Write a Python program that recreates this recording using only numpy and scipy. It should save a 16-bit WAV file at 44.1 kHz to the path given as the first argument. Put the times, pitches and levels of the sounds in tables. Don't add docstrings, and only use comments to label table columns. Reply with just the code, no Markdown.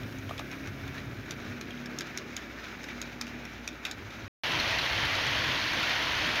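import sys
import numpy as np
from scipy import signal
from scipy.fft import rfft, irfft, next_fast_len
from scipy.io import wavfile
from scipy.ndimage import uniform_filter1d, map_coordinates

SR = 44100
rng = np.random.default_rng(int(sys.argv[2]) if len(sys.argv) > 2 else 0)


def dump_mix(stems):
    frames = np.atleast_2d(stems).T
    limited = np.clip(frames, -1, 1)
    pcm = np.round(limited * 32767).astype(np.int16)
    wavfile.write(sys.argv[1], SR, pcm)


def ratio(d):
    e = np.asarray(d, float) / 20
    return 10 ** e


N = 282240

# (frequency [Hz], mean level at the bridge [dB rms], mean level at the curve [dB rms])
MAINS_HUM = (59, -56.5, -54)
# (frequency [Hz], relative density [dB per Hz])
RUMBLE_SPECTRA = ([(76, -43.5), (130, -14.5), (210, -3.5), (242, -2.5), (274, -3.5), (349, -5), (425, -8),
                   (452, -10.5), (700, -17), (910, -48.5), (1540, -120)], [(76, -27), (130, 1.5),
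                   (200, -3.5), (280, 1.5), (346, 0), (386, -8), (600, -7.5), (780, -34), (1320, -120)])
HISS_SPECTRA = ([(290, -50), (500, -13.5), (589, -4.5), (636, -10.5), (677, -7), (1100, -10), (1170, -8),
                 (1480, -2.5), (2070, -6), (2310, -3), (3200, -18), (4160, -37.5), (7040, -120)],
                 [(240, -23), (400, -12.5), (538, -7.5), (634, -4), (802, -7.5), (963, -3.5), (1200, -5.5),
                 (1970, 0), (3200, -5), (4160, -25), (7040, -120)])
FIZZ_SPECTRA = ([(1650, -28.5), (2800, -8), (3040, -8), (3510, -4.5), (3860, -4.5), (4490, -10), (5110, -9),
                 (5530, -9.5), (6510, -11.5), (7410, -22.5), (7600, -31.5), (9880, -56), (16700, -120)],
                 [(1650, -15.5), (2800, -7), (3200, -1), (3880, -2.5), (4400, -3), (4860, -7.5),
                 (6320, -13), (7600, -31.5), (9880, -64), (16700, -120)])
SHEEN_SPECTRA = ([(4470, -38.5), (7600, -11), (9040, -7), (9780, -6), (11300, -3), (13200, 0.5),
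                  (15700, -2)], [(4470, -35), (7600, -18), (8250, -6.5), (10700, 1.5), (13400, -0.5),
                  (15100, -1), (15700, -4)])
# (frequency [Hz], relative density [dB per Hz])
THRUM_SPECTRUM = [(15, -52.5), (25, -12), (36, -13), (49, -8), (102, 3.5), (126, -1), (150, -10),
                  (200, -35), (330, -120)]
# (thrum [dB], rumble [dB], hiss [dB], fizz [dB], sheen [dB])
LAYER_LEVELS = ((-52, -49, -47, -56, -61.5), (-46, -44, -31.5, -36.5, -57))
# (time [s], weight on the frame [dB], wheel rolling [dB]), relative to the base levels
BRIDGE_MOTION = [(0, 3, 0.5), (.2, 2, -1.5), (.55, 2, -0.5), (.7, 7, 0.5), (.95, 5, 1), (1.2, -1, -1.5),
                 (1.5, 1, 1), (1.85, -3, 0.5), (2.1, -4.5, 1), (2.55, -6, 0), (2.72, -4, 3),
                 (2.9, -6.5, -1), (3.3, -4, 1), (3.45, 0, 0.5), (3.7, -8.5, 0), (4.05, 4, 0.5),
                 (4.28, -2, 0)]
CURVE_MOTION = [(4.44, 3, -0.5), (4.6, 2, 0), (5.2, 3, 0.6), (5.75, -0.5, 0), (5.84, -9, 1), (6.05, 0, 0),
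                (6.4, -3, 0.3)]
# (time [s], swell [dB], half-length to 1/e of the swell [s])
FLANGE_SCRAPES = [(0.53, 5.5, 0.027), (0.884, 4, 0.023), (0.977, 4, 0.046), (2.09, 2.5, 0.023),
                  (2.9, 4.5, .04), (3.885, 2.5, 0.026)]
# (time [s], speed [turns per s])
SHAFT_SPEED = [(0, 32.6), (.4, 33.3), (.8, 33.9), (1.2, 34.3), (2, 34.6), (4.28, 34.4)]
# (time [s], level change of all orders [dB])
MOTOR_EFFORT = [(0, 0), (.4, 0), (.8, -1), (1.1, 0.5), (1.8, 4), (2.2, -0.5), (2.55, -6), (3, 0),
                (3.5, -0.5), (3.9, -7.5), (4.28, -10)]
# (order [cycles per turn], level while near [dB], level once moved on [dB]), before effort
SHAFT_ORDERS = [(3, -64, -69.5), (4, -50.5, -57.5), (5, -61, -62.5), (6, -59.5, -62), (7, -66, -51),
                (8, -50, -68), (9, -61, -62), (10, -69, -67), (11, -66, -64.5)]
# (time [s], peak level [dB], frame ring [Hz])
AXLE_THUMPS = [(0.029, -37, 105.3), (.25, -38, 99), (.67, -34, 100), (1.059, -39.5, 118), (1.17, -40, 109),
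               (1.479, -41, 101), (4.04, -42, 111), (4.23, -41, 97)]
# (time [s], relative level [dB], loudest ring [Hz], relative brightness [dB])
RAIL_CLICKS = [(0.033, -34, 1440, -9), (0.1847, -36.5, 6500, 3), (0.292, -30.5, 3120, -9.5),
               (0.3786, -28, 3480, -9), (0.393, -26.5, 2660, -3), (0.5139, -28.5, 3060, -4),
               (0.528, -32.5, 2460, -12), (0.6729, -28.5, 1910, -5.5), (0.878, -33.5, 3600, -5),
               (0.9795, -29.5, 1920, -15), (1.3085, -21.5, 5450, 3), (1.611, -26.5, 3900, -2),
               (1.7055, -31, 3170, -10.5), (1.8584, -28.5, 1640, -1.5), (1.987, -18.5, 6530, 8.5),
               (2.0078, -21, 5440, -1.5), (2.07, -34.5, 1440, -2), (2.1746, -18, 6640, 6.5),
               (2.3657, -18.5, 6600, 4), (2.64, -34, 2090, -10), (2.832, -35.5, 3790, 7),
               (2.8404, -29, 1570, -2), (2.886, -27.5, 2050, -19), (2.929, -35.5, 1700, -12),
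               (3.0155, -20, 6650, 4), (3.212, -17, 5630, 3), (3.268, -33, 2630, -3),
               (3.2792, -36, 2760, 0), (3.452, -29, 2050, -3), (3.6763, -19.5, 2450, 2.5),
               (3.8514, -17.5, 2500, -7.5), (3.8665, -25.5, 2560, -12), (3.912, -21, 7200, 0.5),
               (4.1046, -34, 1980, -11), (4.519, -23, 3960, -13), (4.598, -17.5, 4200, -14.5),
               (4.707, -22, 2520, -17), (4.785, -20, 4110, -19), (4.861, -20, 1835, -20),
               (5.051, -20, 1940, -15), (5.1513, -22.5, 3960, -12), (5.267, -22.6, 2280, -5.5),
               (5.3494, -25, 2930, -9), (5.441, -21, 3350, -15), (5.733, -21, 3360, -6),
               (5.83, -19.5, 1450, -14), (5.894, -20.5, 3600, -17), (5.914, -25, 1790, -18),
               (6.026, -21, 3170, -13), (6.12, -20, 2950, -12), (6.267, -23, 3510, -18),
               (6.356, -21, 2460, -19)]
# (frequency [Hz], width [Hz], gain [dB])
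RAIL_MODES = [(1473, 380, -0.5), (2415, 370, 1.5), (3747, 390, 0), (4570, 600, -3), (5430, 250, 7.5),
              (6400, 870, 2)]
# (frequency [Hz], width [Hz], gain [dB])
BOARD_MODES = [(646, 163, -1), (1270, 280, 0.5)]
# (frequency [Hz], relative density [dB per Hz])
TICK_SPECTRUM = [(7000, -120), (7600, -8.5), (9000, 1), (11000, 7), (13500, 10), (15500, -9), (16500, -18),
                 (16600, -120)]
# (frequency [Hz], gain [dB])
CLICK_DULLING = [(6900, -5.5), (7900, -13)]
# (time [s], relative level [dB])
COUPLING_KNOCKS = [(0.293, -40), (0.309, -33), (0.396, -32), (1.281, -44)]
# (frequency [Hz], time to fall 60 dB [s])
ROOM_DECAY = [(500, 0.22), (3000, 0.19), (10000, 0.031)]
# (start [s], end [s])
PAUSE = (4.2802, 4.4352)


def unit(x):
    return x / np.sqrt(np.mean(x ** 2) + 1e-20)


def peak(x):
    return x / np.abs(x).max()


def along(points, hz):
    f, v = np.transpose(points)
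    return np.interp(np.log(hz + 1), np.log(f + 1), v)


def curves(rows):
    s, *cols = np.transpose(rows)
    return [np.interp(np.arange(N) / SR, s, c) for c in cols]


def wobble(rate):
    knots = rng.standard_normal(int(N * rate / SR) + 4)
    return map_coordinates(knots, [np.arange(N) * rate / SR])


def filtered(x, response):
    m = next_fast_len(len(x) + 4096)
    spectrum = rfft(x, m) * response(np.fft.rfftfreq(m, 1 / SR))
    return irfft(spectrum, m)[:len(x)]


def modes(table):
    def response(f):
        total = 0
        for k, (centre, width, db) in enumerate(table):
            damping = 1j * f * width
            total = total + (-1) ** k * ratio(db) * damping / (centre * centre - f * f + damping)
        return total
    return response


def rolling(spectrum, patchy_db, grit_db, grit_rate):
    z = signal.stft(rng.standard_normal(N), nperseg=512)[2]
    field = uniform_filter1d(rng.standard_normal(z.shape), 8, 0)
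    field = uniform_filter1d(field, 10, 1)
    noise = signal.istft(z * ratio(patchy_db * unit(field)), nperseg=512)[1][:N]
    gritty = noise * ratio(grit_db * wobble(grit_rate))
    return unit(filtered(gritty, lambda hz: ratio(along(spectrum, hz))))


def train(load, place, flutter_db, grit_db):
    weight_db, roll_db = curves(load)
    roll_db = roll_db + scrapes()
    thrum_db, rumble_db, hiss_db, fizz_db, sheen_db = LAYER_LEVELS[place]

    leaving_s = np.arange(N) / SR * (place == 0)
    rumble_db = rumble_db + 0.05 * weight_db - 1.16 * (leaving_s - leaving_s.mean())
    sheen_db = sheen_db + roll_db / 2 + np.maximum(-3 * leaving_s, -6)
    flutter = flutter_db * (0.7 * wobble(16) + 0.67 * wobble(45))
    thrum_swell_db = (1.5, 1)[place] * wobble(8)

    thrum = rolling(THRUM_SPECTRUM, patchy_db=1.6, grit_db=1.0, grit_rate=11)
    thrum = thrum * ratio(thrum_db + weight_db + thrum_swell_db)
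    rumble = rolling(RUMBLE_SPECTRA[place], patchy_db=0.3, grit_db=0.7, grit_rate=18)
    rumble = rumble * ratio(rumble_db + 1.4 * wobble(11))
    hiss = rolling(HISS_SPECTRA[place], patchy_db=0.85, grit_db=grit_db, grit_rate=320)
    hiss = hiss * ratio(hiss_db + roll_db + flutter / 2)
    fizz = rolling(FIZZ_SPECTRA[place], patchy_db=0.55, grit_db=grit_db, grit_rate=490)
    fizz = fizz * ratio(fizz_db + 0.93 * roll_db + flutter)
    sheen = rolling(SHEEN_SPECTRA[place], patchy_db=0.5, grit_db=grit_db, grit_rate=770)
    sheen = filtered(sheen * ratio(sheen_db + flutter / 2), lambda hz: hz < 15800)
    return thrum + rumble + hiss + fizz + sheen


def motor():
    moves_on_s, move_length_s = 1.26, 0.4
    angle = 2 * np.pi * np.cumsum(curves(SHAFT_SPEED)[0]) / SR
    moved = np.clip((np.arange(N) / SR - moves_on_s) / move_length_s + 0.5, 0, 1)
    hum = np.zeros(N)
    for order, near_db, far_db in SHAFT_ORDERS:
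        level_db = near_db + (far_db - near_db) * moved + 2.3 * wobble(9)
        hum += ratio(level_db) * np.sin(np.round(order) * angle + 0.5 * wobble(9))
    return np.sqrt(2) * ratio(curves(MOTOR_EFFORT)[0]) * hum


def mains(db):
    phase = 2 * np.pi * MAINS_HUM[0] * np.arange(N) / SR + 0.5 * wobble(5)
    return np.sqrt(2) * ratio(db + 2.2 * wobble(5)) * np.sin(phase)


def thumps():
    rise_s, t60_s = 0.012, 0.22
    out, t = np.zeros(N + SR), np.arange(SR // 3) / SR
    envelope = (1 - np.exp(-t / rise_s)) * ratio(-60 * t / t60_s)
    for s, db, hz in AXLE_THUMPS:
        out[round(s * SR):][:len(t)] += ratio(db) * peak(envelope * np.sin(2 * np.pi * hz * t))
    return out[:N]


def all_clicks(faint_count):
    def chance_ring(u):
        return RAIL_MODES[int(u * 3)][0] * (1 + 0.3 * (u * 3 % 1 - 0.5))

    bounces = []
    for s, db, hz, bright_db in RAIL_CLICKS:
        u, v = rng.random(2)
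        later_s = 0.0087 * (1 + 0.2 * (2 * u - 1))
        ring = hz if hz < 3000 else chance_ring(v)
        bounces.append((s + later_s, db - 9.5, ring, bright_db - 7))
    faint = [(u * PAUSE[0], -39.5 + 4 * (v - 0.5), chance_ring(w), -6)
             for u, v, w in rng.random((faint_count, 3))]
    return list(RAIL_CLICKS) + bounces + faint


def rattle(t, length):
    decay = np.exp(-(t / max(length, 0.0005)) ** 1.23)
    return rng.standard_normal(len(t)) * decay * (1 - np.exp(-t / 0.0001))


def wheel_clicks():
    out, t = np.zeros(N + SR), np.arange(SR // 16) / SR
    for s, db, hz, bright_db in all_clicks(faint_count=12):
        treble_db = -13.5 - 0.37 * bright_db
        length = 0.0034 * ratio(-0.41 * bright_db)
        rail = [m for m in RAIL_MODES if abs(m[0] - hz) > 350]
        rail = sorted(rail + [(hz, hz / 16, 9)])
        strike = rattle(t, length) + 2.32 * np.exp(-t / 0.00003)
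        strike = filtered(strike, lambda f: ratio(along(CLICK_DULLING, f)))
        lower = peak(filtered(strike, modes([m for m in rail if m[0] < 4300])))
        upper = peak(filtered(strike, modes([m for m in rail if m[0] >= 4300])))
        tick = peak(filtered(rattle(t, length), lambda f: ratio(along(TICK_SPECTRUM, f))))
        click = lower + ratio(bright_db - 2.5) * (upper + ratio(treble_db) * tick)
        out[round(s * SR):][:len(t)] += ratio(db - 2.5) * peak(click)
    return out[:N]


def knocks():
    out, t = np.zeros(N + SR), np.arange(SR // 16) / SR
    push = np.sin(np.pi * np.clip(t / 0.00069, 0, 1))
    for s, db in COUPLING_KNOCKS:
        blow = push + 1.1 * rattle(t, 0.0065)
        out[round(s * SR):][:len(t)] += ratio(db + 6) * peak(filtered(blow, modes(BOARD_MODES)))
    return out[:N]


def room(x):
    hz, t, z = signal.stft(rng.standard_normal(SR // 3), SR, nperseg=256)
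    decay = ratio(-60 * t / along(ROOM_DECAY, hz)[:, None])
    tail = signal.istft(z * decay, SR, nperseg=256)[1]
    return signal.fftconvolve(np.pad(x, (350, 0)), tail / np.linalg.norm(tail))[:N]


def scrapes():
    t = np.arange(N) / SR
    return sum(db * np.exp(-((t - s) / length) ** 2) for s, db, length in FLANGE_SCRAPES)


def scene():
    t = np.arange(N) / SR
    bridge = train(BRIDGE_MOTION, 0, flutter_db=2.0, grit_db=1.0) + motor() + mains(MAINS_HUM[1]) + thumps()
    curve = train(CURVE_MOTION, 1, flutter_db=0.34, grit_db=1.0) + mains(MAINS_HUM[2])
    clicks = wheel_clicks() + knocks()
    clicks = clicks + ratio(-15.5) * room(clicks)
    mono = (bridge + clicks) * (t < PAUSE[0]) + (curve + clicks) * (t > PAUSE[1])
    return np.array([mono, mono])


def low_pass(x):
    return signal.sosfilt(signal.butter(12, 16530, fs=SR, output="sos"), x)


def record(dry):
    mix = np.array([filtered(x, lambda hz: hz < 16500) for x in dry])
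    return low_pass(mix)


dry = scene()
out = record(dry)
dump_mix(out)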